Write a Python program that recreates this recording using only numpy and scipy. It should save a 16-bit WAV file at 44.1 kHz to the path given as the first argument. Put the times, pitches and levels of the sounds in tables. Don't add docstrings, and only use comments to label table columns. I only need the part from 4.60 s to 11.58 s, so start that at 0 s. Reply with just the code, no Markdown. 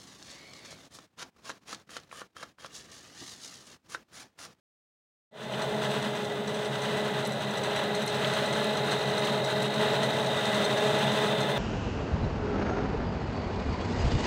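import sys
import numpy as np
from scipy import signal
from scipy.fft import rfft, irfft
from scipy.io import wavfile

SR = 44100
rng = np.random.default_rng(int(sys.argv[2]) if len(sys.argv) > 2 else 0)


def file_out(sig):
    cols = np.atleast_2d(sig).T
    lim = np.clip(cols, -1, 1)
    pcm = np.round(lim * 32767).astype(np.int16)
    wavfile.write(sys.argv[1], SR, pcm)


N = 307818
T = np.arange(N) / SR
FADE_START_S, FADE_END_S = 0.71, 1.0

# t/s, resting f/Hz, sweep depth/Hz, level/dB
SHAFT_WHINE = [(1.0, 3540, 200, -50), (1.9, 3560, 300, -55), (2.4, 3680, 470, -50), (3.9, 3690, 500, -42),
               (5.1, 3735, 460, -41.5), (5.9, 3640, 230, -41.5), (6.98, 3540, 220, -42)]
# t/s, relative level/dB, f/Hz of the fourth partial
LOUD_SQUEAKS = [(0.831, -36, 7900), (1.0203, -38, 8140), (1.309, -39, 8000), (2.049, -38.5, 8130),
                (2.2194, -36, 8140), (2.6529, -34, 8020), (2.9734, -35.5, 7970), (3.1623, -34, 7810),
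                (3.3509, -33.5, 8230), (3.4775, -32, 8270), (3.7361, -34, 8300), (3.928, -34.5, 8200),
                (4.3121, -31.5, 8270), (4.6483, -32.5, 8120), (4.8449, -33, 7900), (5.6636, -35, 8305),
                (5.8549, -33, 8250), (5.9464, -33, 8290), (6.0457, -32, 8290), (6.5206, -36, 8050),
                (6.8079, -34.5, 8240)]


def gain_of(db):
    return 10 ** (np.asarray(db) / 20)


def unit_rms(x):
    return x / np.sqrt(np.mean(abs(x) ** 2) + 1e-20)


def curves(rows):
    times, *columns = np.transpose(rows)
    return [np.interp(T, times, column) for column in columns]


def add(mix, start_s, sound):
    part = mix[max(round(start_s * SR), 0):][:len(sound)]
    part += sound[:len(part)]


def coloured(x, envelope):
    hz, db = np.transpose(envelope)
    f = np.fft.rfftfreq(N, 1 / SR)
    response = gain_of(np.interp(np.log(f + 1), np.log(hz), db))
    return unit_rms(irfft(rfft(x) * response, N))


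def drift(rate_hz, size=8192):
    f = np.fft.rfftfreq(size, N / SR / size)
    slow = irfft(rfft(rng.standard_normal(size)) * np.exp(-.5 * (f / rate_hz) ** 2))
    return unit_rms(np.interp(T, np.linspace(0, T[-1], size), slow))


def running_phase(hz):
    return 2 * np.pi * (np.cumsum(hz * np.ones(N)) / SR + rng.random())


def tone(hz, blur, blur_hz):
    phase = running_phase(hz)
    in_phase = (1 + blur * drift(blur_hz)) * np.cos(phase)
    quadrature = blur * drift(blur_hz) * np.sin(phase)
    return unit_rms(in_phase + quadrature)


def band(hz, width_hz, count):
    f = np.fft.rfftfreq(count, 1 / SR)
    response = 1 / (1 + (2 * (f - hz) / width_hz) ** 2)
    return unit_rms(irfft(rfft(rng.standard_normal(count)) * response, count))


def swell_db(usual_db=-36):
    # t/s, level/dB
    loudness = [(1.0, -38), (1.1, -38.7), (1.3, -36.5), (1.78, -41), (2.0, -40), (2.38, -36), (2.79, -38.5),
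                (3.1, -36), (3.48, -37.5), (3.66, -34.5), (4.15, -35.5), (5.03, -34), (5.09, -38),
                (5.23, -33), (5.78, -34.5), (5.97, -33), (6.62, -33), (6.98, -34.5)]
    return curves(loudness)[0] - usual_db


def part_gain(db, follow, wander_db):
    return gain_of(db + follow * swell_db() + wander_db * drift(rate_hz=1.85))


def whistle(level_db=-56, rise_db=10, rise_at_s=4.2, rise_s=.6):
    hz = curves(SHAFT_WHINE)[0] + 12 * drift(6)
    risen = np.clip((T - rise_at_s) / rise_s, 0, 1)
    return gain_of(level_db + rise_db * risen) * tone(hz, blur=.25, blur_hz=25)


def snaps(count=2048):
    # t/s, relative level/dB, centre f/Hz
    ticks = [(1.3161, -44, 10500), (2.6726, -37, 10300), (3.4239, -46, 11140), (3.4637, -37, 10300),
             (4.044, -38, 9900), (4.2727, -42, 8970), (5.0279, -38, 9140), (6.386, -43, 9740)]
    # t/s, relative level/dB
    cracks = [(0.937, -28), (1.316, -30), (2.255, -31), (3.6462, -23), (4.673, -26)]
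    out, t = np.zeros(N), np.arange(count) / SR
    for start_s, db, hz in ticks:
        add(out, start_s, gain_of(db - 1.5) * np.exp(-t / .003) * band(hz, 3200, count))
    for start_s, db in cracks:
        add(out, start_s, gain_of(db - 3) * np.exp(-t / .006) * band(3100, 1300, count))
    return out


def shaft_whine(cycles_per_turn=75):
    resting_hz, depth_hz, level_db = curves(SHAFT_WHINE)
    turn = running_phase(resting_hz / cycles_per_turn) / (2 * np.pi) % 1
    hz = resting_hz + depth_hz * np.exp(-(turn / .22) ** 2)
    grip = 1 + .75 * np.cos(2 * np.pi * (turn - .18))
    return gain_of(level_db) * unit_rms(grip * tone(hz, blur=.15, blur_hz=100))


def lesser_squeaks(count=70, gap_s=.105, jitter_s=.014):
    late, louder, higher = rng.standard_normal((count, 3)).T
    times = FADE_START_S + gap_s * np.arange(count) + jitter_s * late
    db = -39.5 + 0.62 * np.interp(times, T, swell_db()) + 2 * louder
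    fourth_hz = 8080 + 121 * higher
    to_loud_s = abs(times[:, None] - np.transpose(LOUD_SQUEAKS)[0]).min(1)
    return list(np.transpose([times, db, fourth_hz])[to_loud_s > gap_s / 2])


def feed_squeaks(rise_s=.0023, decay_s=.017, lead_s=.004, trim_db=-7, count=4096):
    # harmonic number, relative level/dB
    partials = [(1, -3.5), (2, 0), (3, -8), (4, -9), (5, -20.5)]
    out, t = np.zeros(N), np.arange(count) / SR
    envelope = (1 - np.exp(-(t / rise_s) ** 2)) * np.exp(-t / decay_s)
    envelope /= envelope.max()
    for time_s, db, fourth_hz in LOUD_SQUEAKS + lesser_squeaks():
        pitch_hz = fourth_hz / 4 * (1 + .005 * band(0, 300, count))
        cycles = np.cumsum(pitch_hz) / SR
        stack = sum(gain_of(partial_db) * np.cos(2 * np.pi * (k * cycles + rng.random()))
                    for k, partial_db in partials)
        stack *= np.sqrt(2) * (1 + 0.74 * band(0, 320, count))
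        scrape = gain_of(-3.5) * band(6000, 5000, count)
        add(out, time_s - lead_s, gain_of(db + trim_db) * envelope * (stack + scrape))
    return out


def chopper(crank_hz):
    # f/Hz, relative density level/dB
    roar_spectrum = [(20, -34), (42, -29), (62, -19.5), (85, -6.5), (115, -0.5), (160, 6.5), (225, 3),
                     (270, 1), (330, 2), (450, 4), (590, 6.5), (700, 5.5), (950, -1), (1300, -35)]
    chop_spectrum = [(600, -27.5), (985, 3.5), (1130, -1), (1450, 1.5), (1750, -0.5), (1880, -2),
                     (2050, -2.5), (2170, -10.5), (2500, -4), (3100, -3), (3600, -2.5), (4100, -4.5),
                     (4500, -23), (6000, -34.5)]
    hiss_spectrum = [(2500, -33), (4400, 8.5), (5600, 3), (6150, 7), (7300, 0.5), (8000, 6.5), (8700, -1),
                     (9900, 1), (10700, -20), (11700, -39), (12500, -9), (16000, -19)]
    # f/Hz, width/Hz, relative level/dB
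    housing_modes = [(1977, 37, -12), (2083, 68, -16.5), (1284, 22, -24.5)]
    firing = np.cos(running_phase(6 * crank_hz))
    roar = coloured(rng.standard_normal(N) * (1 + 0.31 * firing), roar_spectrum)
    grit = gain_of(0.89 * drift(94) + 1.55 * drift(13.5)) * (1 + 0.042 * firing)
    chop = coloured(rng.standard_normal(N) * grit, chop_spectrum)
    chop += sum(gain_of(db) * band(hz, width_hz, N) for hz, width_hz, db in housing_modes)
    hiss = coloured(rng.standard_normal(N) * grit * gain_of(0.36 * drift(400)), hiss_spectrum)
    return (part_gain(-35, follow=0.79, wander_db=0.32) * roar
            + part_gain(-36, follow=1, wander_db=0.5) * chop
            + part_gain(-49.5, follow=0.96, wander_db=0.45) * hiss)


def exhausts(crank_hz):
    # f/Hz, relative level/dB
    truck_lines = [(49, -52), (98, -18), (131.3, -3.5), (181, -11.5), (195, -17)]
    truck = sum(gain_of(db) * tone(hz, blur=0.31, blur_hz=6.3) for hz, db in truck_lines)
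    beat_gain = part_gain(-41, follow=0.97, wander_db=0.87)
    fourth_order = gain_of(-3.5) * tone(4 * crank_hz, blur=0.27, blur_hz=2.6)
    firing_gain = part_gain(-40, follow=0.81, wander_db=1.57)
    firing_note = tone(6 * crank_hz, blur=0.7, blur_hz=14.4)
    return beat_gain * (truck + fourth_order) + firing_gain * firing_note


def diesel(crank_hz):
    # multiple of the crank rate, relative level/dB
    low_orders = [(11.25, -10.5), (12, 1), (12.5, -9.5), (13.5, -18)]
    high_orders = [(15, -22), (16, -8.5), (16.8, -5.5), (18, 0.5), (18.5, -9.5), (21.4, -27), (23.6, -12.5),
                   (24, -4.5), (24.4, -12.5), (28.25, -16.5), (36.3, -14.5), (48.5, -13)]
    low = sum(gain_of(db) * tone(k * crank_hz, blur=.25, blur_hz=9) for k, db in low_orders)
    high = sum(gain_of(db) * tone(k * crank_hz, blur=.46, blur_hz=14.2) for k, db in high_orders)
    return (part_gain(-39, follow=0.68, wander_db=1.6) * low
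            + part_gain(-40, follow=1.2, wander_db=0.64) * high)


def scene():
    # t/s, f/Hz
    firing_rate = [(1.1, 212.6), (1.75, 207), (2.05, 211.5), (2.98, 206.4), (4.11, 211.8), (4.36, 208.3),
                   (5.16, 210.9), (5.59, 214.1), (6.14, 205.4), (6.26, 210.7), (6.98, 212.5)]
    crank_hz = curves(firing_rate)[0] / 6
    machines = diesel(crank_hz) + exhausts(crank_hz) + shaft_whine() + whistle()
    crop = chopper(crank_hz) + snaps() + feed_squeaks()
    return (machines + crop)[None]


def record(dry, cutoff_hz=15800):
    fade = np.clip((T - FADE_START_S) / (FADE_END_S - FADE_START_S), 0, 1) ** 1.03
    low_pass = signal.firwin(1023, cutoff_hz, window=("kaiser", 9), fs=SR)
    return signal.oaconvolve(dry * fade, low_pass[None], "same")


dry = scene()
out = record(dry)
file_out(out)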